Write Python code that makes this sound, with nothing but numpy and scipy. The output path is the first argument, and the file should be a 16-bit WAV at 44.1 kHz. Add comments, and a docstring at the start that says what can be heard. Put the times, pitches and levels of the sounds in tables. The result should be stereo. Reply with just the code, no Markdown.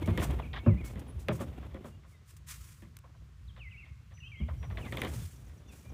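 """A large hollow plastic hutch is set down, knocked and tipped up on a grassy farmyard, heard at two mic ports.
Throughout: low outdoor rumble and hiss (shaped noise), wall wobble and rim scrape, songbird whistles (sines).
0-2 s: most knocks (ringing modes, resonant chatter), wall booms (sagging sines), grass and cloth swishes (grains).
2-4.3 s: quieter; slow swishes, a few sharp clicks, soft knocks and creaks, whistles. From 4.4 s: more booms,
a flurry of knocks near 5 s, then six falling bird chips and a last wobble and scrape."""
import sys
import numpy as np
from scipy import signal
from scipy.fft import rfft, irfft, next_fast_len
from scipy.io import wavfile
from scipy.ndimage import uniform_filter1d

SR = 44100
rng = np.random.default_rng(int(sys.argv[2]) if len(sys.argv) > 2 else 0)


def output_pcm(signal):
    """Save a mono or channel-first signal as 16-bit PCM at the path in sys.argv[1].

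    Samples are clipped to [-1, 1] before scaling.
    """
    pcm = np.clip(np.atleast_2d(signal).T, -1, 1) * 32767
    wavfile.write(sys.argv[1], SR, np.round(pcm).astype(np.int16))


def voltage_ratio(level):
    """Linear amplitude factor for a level in decibels (scalar or array-like)."""
    return 10 ** (np.asarray(level, float) / 20)


N = 261513
PADDED = next_fast_len(N + SR // 10)
BIN_HZ = np.maximum(np.fft.rfftfreq(PADDED, 1 / SR), 1)


def unit(x):
    """Scale to rms 1."""
    return x / np.sqrt(np.mean(x ** 2))


def colour(x, spectrum):
    """Shape by (Hz, dB) points on a log frequency axis; rms 1."""
    hz, db = np.transpose(spectrum)
    gain = voltage_ratio(np.interp(np.log(BIN_HZ), np.log(hz), db))
    return unit(irfft(rfft(x, PADDED) * gain, PADDED))


def walk(steps_per_s):
    """Random levels, held one step and slewed twice; spread near 1."""
    hold = int(SR / steps_per_s)
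    held = np.repeat(rng.standard_normal(N // hold + 1), hold)
    return 1.3 * uniform_filter1d(uniform_filter1d(held, hold), hold)[:N]


def add(out, start_s, sound):
    """Mix a sound into out at start_s."""
    i = int(start_s * SR)
    out[..., i:i + sound.shape[-1]] += sound[..., :N - i]


def fade(t, t60_s, rise_s):
    """Rise over rise_s, decay by 60 dB in t60_s."""
    return (1 - np.exp(-(t / rise_s) ** 2)) * np.exp(-np.log(1000) * t / t60_s)


def grit(spread_db):
    """Noise of uneven grains, rms 1."""
    grain_db = spread_db * np.minimum(rng.exponential(size=PADDED), 2)
    return unit(rng.standard_normal(PADDED) * voltage_ratio(grain_db))


def ports(make, lag_ms, alike_hz, pan_db):
    """The right port hears it later; above alike_hz echoes make the two sides unrelated."""
    direct, scattered = rfft(make(), PADDED), rfft(make(), PADDED)
    alike = 1 / (1 + (BIN_HZ / alike_hz) ** 2)
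    delayed = direct * np.exp(-2j * np.pi * BIN_HZ * lag_ms / 1000)
    right = np.sqrt(alike) * delayed + np.sqrt(1 - alike) * scattered
    return np.array([irfft(direct, PADDED)[:N] * voltage_ratio(pan_db / 2),
                     irfft(right, PADDED)[:N] * voltage_ratio(-pan_db / 2)])


# yard noise spectrum: freq_hz, density_db (relative, per Hz)
YARD_SPECTRUM = [(25, -69), (53, -40), (84, 10), (145, 1.5), (363, -51), (840, -27.5), (1100, -17),
                 (3620, -25.5), (7000, -29.5), (13800, -44)]
YARD_DB = -59


def yard():
    """Far leaves and wind: a nearly steady bed of low rumble and hiss as shaped noise."""
    noise = ports(lambda: colour(rng.standard_normal(PADDED), YARD_SPECTRUM), 0.032, 330, 0.75)
    return noise * voltage_ratio(YARD_DB + 0.134 * walk(0.23))


# level breakpoints, interpolated: time_s, wobble_db, scrape_db
HANDLING_LEVELS = [(0, -38, -41.5), (.3, -30.5, -39.5), (0.498, -41, -53.5), (1.0, -42, -48),
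                   (1.25, -44.5, -58), (1.45, -39, -49), (1.92, -52, -61), (2.15, -54, -70.5),
                   (4.35, -48.5, -72.5), (4.55, -40.5, -60.5), (5.03, -40, -40), (5.2, -37, -55.5),
                   (5.3, -48, -66), (5.398, -47.5, -60.5), (5.8, -52, -61), (5.93, -38.5, -55.5)]
# wall wobble spectrum: freq_hz, density_db (relative, per Hz)
WOBBLE_SPECTRUM = [(30, -77), (55, 2.5), (100, -5.5), (150, -9.5), (400, -56)]
# rim scrape spectrum: freq_hz, density_db (relative, per Hz)
SCRAPE_SPECTRUM = [(120, -4), (220, 3.5), (500, -5.5), (1000, -11), (3400, -22), (5000, -38)]


def handling():
    """Walls wobble as low noise; the rim scrapes in jerks as gritty noise."""
    time_s, *columns = np.transpose(HANDLING_LEVELS)
    wobble_db, scrape_db = (np.interp(np.arange(N) / SR, time_s, c) for c in columns)
    wobble = ports(lambda: colour(rng.standard_normal(PADDED), WOBBLE_SPECTRUM), 0.077, 280, 0.076)
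    scrape = ports(lambda: colour(grit(2.5), SCRAPE_SPECTRUM), 0.3, 900, 1.5)
    jerks_db = 3.5 * walk(120)
    return wobble * voltage_ratio(wobble_db + 0.96 * walk(13)) + scrape * voltage_ratio(scrape_db + jerks_db)


# whistles that slide and settle: start_s, length_s, first_hz, last_hz, level_db
SLIDES = [(0.422, 0.028, 2950, 2200, -51), (0.668, 0.07, 2950, 2000, -52), (2.12, .05, 2300, 2000, -67),
          (3.478, 0.035, 4150, 3100, -60), (3.593, 0.095, 3150, 2060, -50),
          (3.71, 0.055, 2980, 2200, -51.5), (3.803, .045, 2850, 2150, -52), (4.172, .024, 3050, 1850, -59),
          (4.226, .06, 2754, 3200, -52), (5.682, .06, 2900, 2420, -66), (4.812, 0.088, 3100, 2000, -53),
          (4.98, .035, 7400, 5700, -58)]
SETTLE = 2.2  # exponent: how early the slide levels off (1 = straight)
# whistles that bend away and return: start_s, length_s, resting_hz, turning_hz, level_db
BENDS = [(.02, .04, 2450, 2150, -53.5), (.445, .035, 2250, 2520, -54), (0.768, .056, 1980, 2480, -52),
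         (3.762, .05, 2350, 2750, -51), (4.203, 0.078, 2920, 2575, -49.5), (4.318, 0.12, 2420, 2080, -51),
         (4.352, 0.075, 2650, 3260, -55.5), (5.19, .065, 2950, 3550, -60)]
# whistles on one pitch: start_s, length_s, pitch_hz, level_db
HELD = [(.11, .065, 2150, -54), (.595, .04, 2220, -57), (.64, .028, 2720, -55), (.828, .055, 2220, -55),
        (1.078, .035, 10300, -62), (1.91, .055, 2820, -68), (2.15, .04, 3720, -71),
        (4.139, 0.076, 5960, -64), (4.581, 0.096, 5800, -65), (5.665, .05, 3500, -66),
        (5.85, .05, 2410, -62)]
CHIP_START_S, CHIP_GAP_S, CHIP_DB = 5.358, 0.107, -63


def birds():
    """Near-sine whistles that slide, bend or hold, falling chips, and a blur of echoes from the sheds."""
    chips = [(CHIP_START_S + k * CHIP_GAP_S, 0.016, 6900, 5600, CHIP_DB) for k in range(6)]
    held = [(start_s, length_s, hz, hz, db) for start_s, length_s, hz, db in HELD]
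    song, waver = np.zeros(N), 1 + 0.008 * walk(120)

    def slide(u):
        return 1 - (1 - u) ** SETTLE

    def bend(u):
        return 4 * u * (1 - u)

    for notes, path in ((SLIDES + held + chips, slide), (BENDS, bend)):
        for start_s, length_s, first_hz, other_hz, level_db in notes:
            u = np.linspace(0, 1, int(length_s * SR))
            i = int(start_s * SR)
            hz = (first_hz + (other_hz - first_hz) * path(u)) * waver[i:i + len(u)]
            whistle = np.sin(2 * np.pi * np.cumsum(hz) / SR)
            add(song, start_s, voltage_ratio(level_db) * np.sin(np.pi * u) ** 0.089 * whistle)
    song = song * voltage_ratio(2 * walk(90))
    t = np.arange(SR // 2) / SR
    echo = []
    for _ in "LR":
        blur = unit(rng.standard_normal(len(t))) * fade(t, 0.79, 0.0024)
        echo.append(signal.fftconvolve(song, blur)[:N])
    return ports(lambda: song, 0.1, 6400, 3.3) + voltage_ratio(-39.5) * np.array(echo)


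# swishes of grass and cloth, and a few sharp clicks (shortest rises): start_s, level_db, rise_s
SWISHES_AND_CLICKS = [(0.058, -47, 0.0018), (0.178, -50.5, 0.035), (0.209, -43, 0.022),
                      (0.308, -43.5, 0.00059), (0.837, -47.5, 0.026), (0.993, -49, 0.0015),
                      (1.185, -57, 0.019), (1.308, -52.5, 0.036), (1.397, -50, 0.015), (1.838, -58.5, 0.03),
                      (2.05, -66, 0.048), (2.245, -60, 0.06), (2.365, -56, 0.0016), (2.46, -43.5, 0.05),
                      (2.561, -56.5, 0.17), (2.968, -40.5, 0.00012), (2.988, -53.5, 0.00027),
                      (4.701, -56, 1), (5.068, -52.5, 0.14), (5.685, -57, 0.11)]
# grain spectrum: freq_hz, density_db (relative, per Hz)
GRAIN_SPECTRUM = [(600, -27), (1100, 1), (4000, 3.5), (11500, -0.5), (15500, -2.5)]
T60_PER_ROOT_RISE = 1.095  # t60_s = this * sqrt(rise_s): slow bursts die slowly


def swishes_and_clicks():
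    """Bursts of fine noise grains: slow rises swish like grass and cloth, the fastest click."""
    t, strength = np.arange(SR) / SR, np.zeros(N)
    for start_s, level_db, rise_s in SWISHES_AND_CLICKS:
        burst = fade(t, T60_PER_ROOT_RISE * np.sqrt(rise_s), rise_s)
        add(strength, start_s, voltage_ratio(level_db) * burst / burst.max())
    grains = ports(lambda: colour(grit(2.2), GRAIN_SPECTRUM), 0.12, 4000, 2.5)
    return grains * strength * voltage_ratio(2 * walk(150))


def peak(x, hz, width_hz):
    """One resonance."""
    return signal.lfilter(*signal.iirpeak(hz, hz / width_hz, SR), x)


def clack(push, resonances):
    """Short stiff shell resonances; the jolts catch now one, now another."""
    out = np.zeros(N)
    for hz, width_hz, level_db in resonances:
        ring = push * voltage_ratio(4 * walk(250))
        for widening in (1, 3, 2):
            ring = peak(ring, hz, widening * width_hz)
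        out += voltage_ratio(level_db) * ring
    return out


# knocks on the shell: start_s, clack_drive_db, rib_over_clack_db, body_db
KNOCKS = [(0.074, -25, -13.5, -22), (0.175, -21.5, -4.5, -25.5), (0.31, -37.5, -3.5, -42),
          (0.662, -20, -50, -14), (0.956, -41.5, -5.5, -35), (1.284, -16, -11.5, -21),
          (1.403, -28.5, -31, -29.5), (1.744, -33.5, -15, -37), (1.844, -33, -16, -38.5),
          (2.821, -46, -3.5, -44), (4.4, -44.5, -10, -29), (4.923, -27, -7, -38), (4.97, -28.5, -2, -39),
          (5.017, -24, -1, -35), (5.048, -30.5, -1.5, -38.5)]
# soft knocks, creaks and short scrapes on the shell: start_s, drive_db, rib_over_drive_db
SOFT_CONTACTS = [(0.217, -18.5, -12), (0.389, -27, -15.5), (0.531, -27, -1.5), (0.56, -29.5, 0),
                 (1.392, -30.5, -10.5), (1.528, -47, -4.5), (1.597, -42, -8), (1.626, -36, -12),
                 (1.708, -44, -8.5), (2.033, -44, -12), (3.036, -40, -32), (3.139, -50, -8),
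                 (3.563, -38.5, -5.5), (3.854, -49.5, 1.5), (4.11, -43, -9.5), (4.481, -30.5, -17.5),
                 (4.627, -32, -11), (4.7, -32.5, -10.5), (4.772, -27.5, -5.5), (4.852, -35.5, -1.5),
                 (5.495, -46, -5.5)]
# shell modes: nominal_hz, level_db (before blow tilt and spread), ring_share (times BASE_T60_S)
SHELL_MODES = [(161, -0.5, 1.36), (211.5, 4.5, 0.86), (330.7, -8.5, 1), (421.2, -10, 0.74), (537, -9, 0.66)]
# dull clack of broad panels: freq_hz, width_hz, level_db
PANELS = [(710, 463, 0.5), (1034, 368, 1.5)]
# bright clack of ribs and edges: freq_hz, width_hz, level_db
RIBS = [(1850, 675, 1), (3350, 610, -4)]
BASE_T60_S, CHATTER_S, SOFT_RISE_S = 0.26, 0.033, 0.0026
SNAP_DB = -8  # relative to the rib drive


def knocks():
    """Blows ring detuned shell modes; noise chatter, also from soft contacts, drives the clack resonances."""
    t = np.arange(SR // 2) / SR
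    body, dull, bright, snap, sharp = np.zeros((5, N))
    tick = 3.5 * fade(t, 0.02, 0.0004)
    crack = 1.2 * fade(t, 0.02, 0.001)
    chatter_fall = np.exp(-(t / CHATTER_S) ** 2)
    contact = crack + chatter_fall * np.minimum(t / 0.0072, 1) + 0.24 * fade(t, 0.4, 0.083)
    # the flexing wall keeps detuning its modes: rough ring
    detune = 1 + 0.07 * np.array([walk(60) for _ in SHELL_MODES])
    chances = rng.standard_normal((len(KNOCKS), len(SHELL_MODES)))
    for (start_s, clack_db, rib_db, body_db), chance in zip(KNOCKS, chances):
        # a soft blow (little clack) starves the upper modes
        tilt_db = 0.73 * (clack_db - body_db + 6.5)  # per octave
        gain = voltage_ratio([db + 1.7 * c + tilt_db * np.log2(hz / SHELL_MODES[1][0])
                    for (hz, db, _), c in zip(SHELL_MODES, chance)])
        i = int(start_s * SR)
        ring = np.zeros(len(t))
        for (hz, _, share), g, c, drift in zip(SHELL_MODES, gain, chance[::-1], detune):
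            blow_hz = hz * (1 + 0.0576 * c)  # each blow bends the wall its own way
            phase = 2 * np.pi * blow_hz * np.cumsum(drift[i:i + len(t)]) / SR
            # low modes take longer to build up
            ring += g * fade(t, BASE_T60_S * share, 0.64 / hz) * np.sin(phase)
        add(body, start_s, voltage_ratio(body_db) * ring / np.linalg.norm(gain))
        add(dull, start_s, voltage_ratio(clack_db) * contact)
        add(bright, start_s, voltage_ratio(clack_db + rib_db) * contact)
        add(sharp, start_s, voltage_ratio(clack_db + rib_db) * tick)
        add(snap, start_s, voltage_ratio(clack_db + rib_db + SNAP_DB) * fade(t, 0.013, 0.000097))
    soft = (1 - np.exp(-t / SOFT_RISE_S)) * chatter_fall
    for start_s, drive_db, rib_db in SOFT_CONTACTS:
        add(dull, start_s, voltage_ratio(drive_db) * soft)
        add(bright, start_s, voltage_ratio(drive_db + rib_db) * soft)
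        add(sharp, start_s, voltage_ratio(drive_db + rib_db) * tick / 2)  # light first touch
    edge = sharp * rng.standard_normal(N)  # the first touch cracks on the ribs

    def chatter():
        jolts = grit(6)[:N]
        panels = clack(dull * jolts, PANELS)
        ribs = clack(bright * jolts[::-1] + edge, RIBS)
        return panels + ribs + snap * rng.standard_normal(N)

    return ports(lambda: body, 0.22, 10000, 0.31) + ports(chatter, 0.38, 1300, 2.5)


# whole wall flexing like a drum skin: start_s, level_db, pitch_hz (at the start)
BOOMS = [(0.08, -21.5, 95.8), (0.671, -14, 102.5), (0.717, -24, 67), (0.813, -30.5, 61), (1.162, -33, 74.6),
         (1.303, -28.5, 119), (4.414, -26.5, 69.7), (4.504, -33, 81.6), (4.676, -30, 95.4),
         (5.151, -35, 117), (5.226, -36, 87.7)]
SWING_S = 0.052  # fall to 1/e


def booms():
    """A wall swings a few cycles, pitch sagging, until the ground or a hand damps it."""
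    t, out = np.arange(SR // 2) / SR, np.zeros((2, N))
    for (start_s, level_db, hz), side in zip(BOOMS, rng.standard_normal(len(BOOMS))):
        swing = (1 - np.exp(-(t * hz / 0.28) ** 2)) * np.exp(-(t / SWING_S) ** 2.04)
        # different walls face the two ports differently
        port_rad = np.array([[1], [-1]]) * (0.067 + 0.046 * side)
        phase = 2 * np.pi * hz * (t - 0.038 * t ** 2) + port_rad
        add(out, start_s, voltage_ratio(level_db) * swing * np.sin(phase))
    return out


def scene():
    """Sum of all sources."""
    return yard() + handling() + birds() + swishes_and_clicks() + knocks() + booms()


def roll_off(x):
    """The treble ends steeply here."""
    return signal.sosfilt(signal.butter(12, 16450, fs=SR, output="sos"), x)


def record(dry):
    """Cut the lowest bass (42 Hz) and the top (15.4 kHz)."""
    low_cut = signal.butter(3, 42, "high", fs=SR, output="sos")
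    top_cut = signal.ellip(8, 0.5, 60, 15400, fs=SR, output="sos")
    mix = signal.sosfilt(top_cut, signal.sosfilt(low_cut, dry))
    return roll_off(mix)


dry = scene()
out = record(dry)
output_pcm(out)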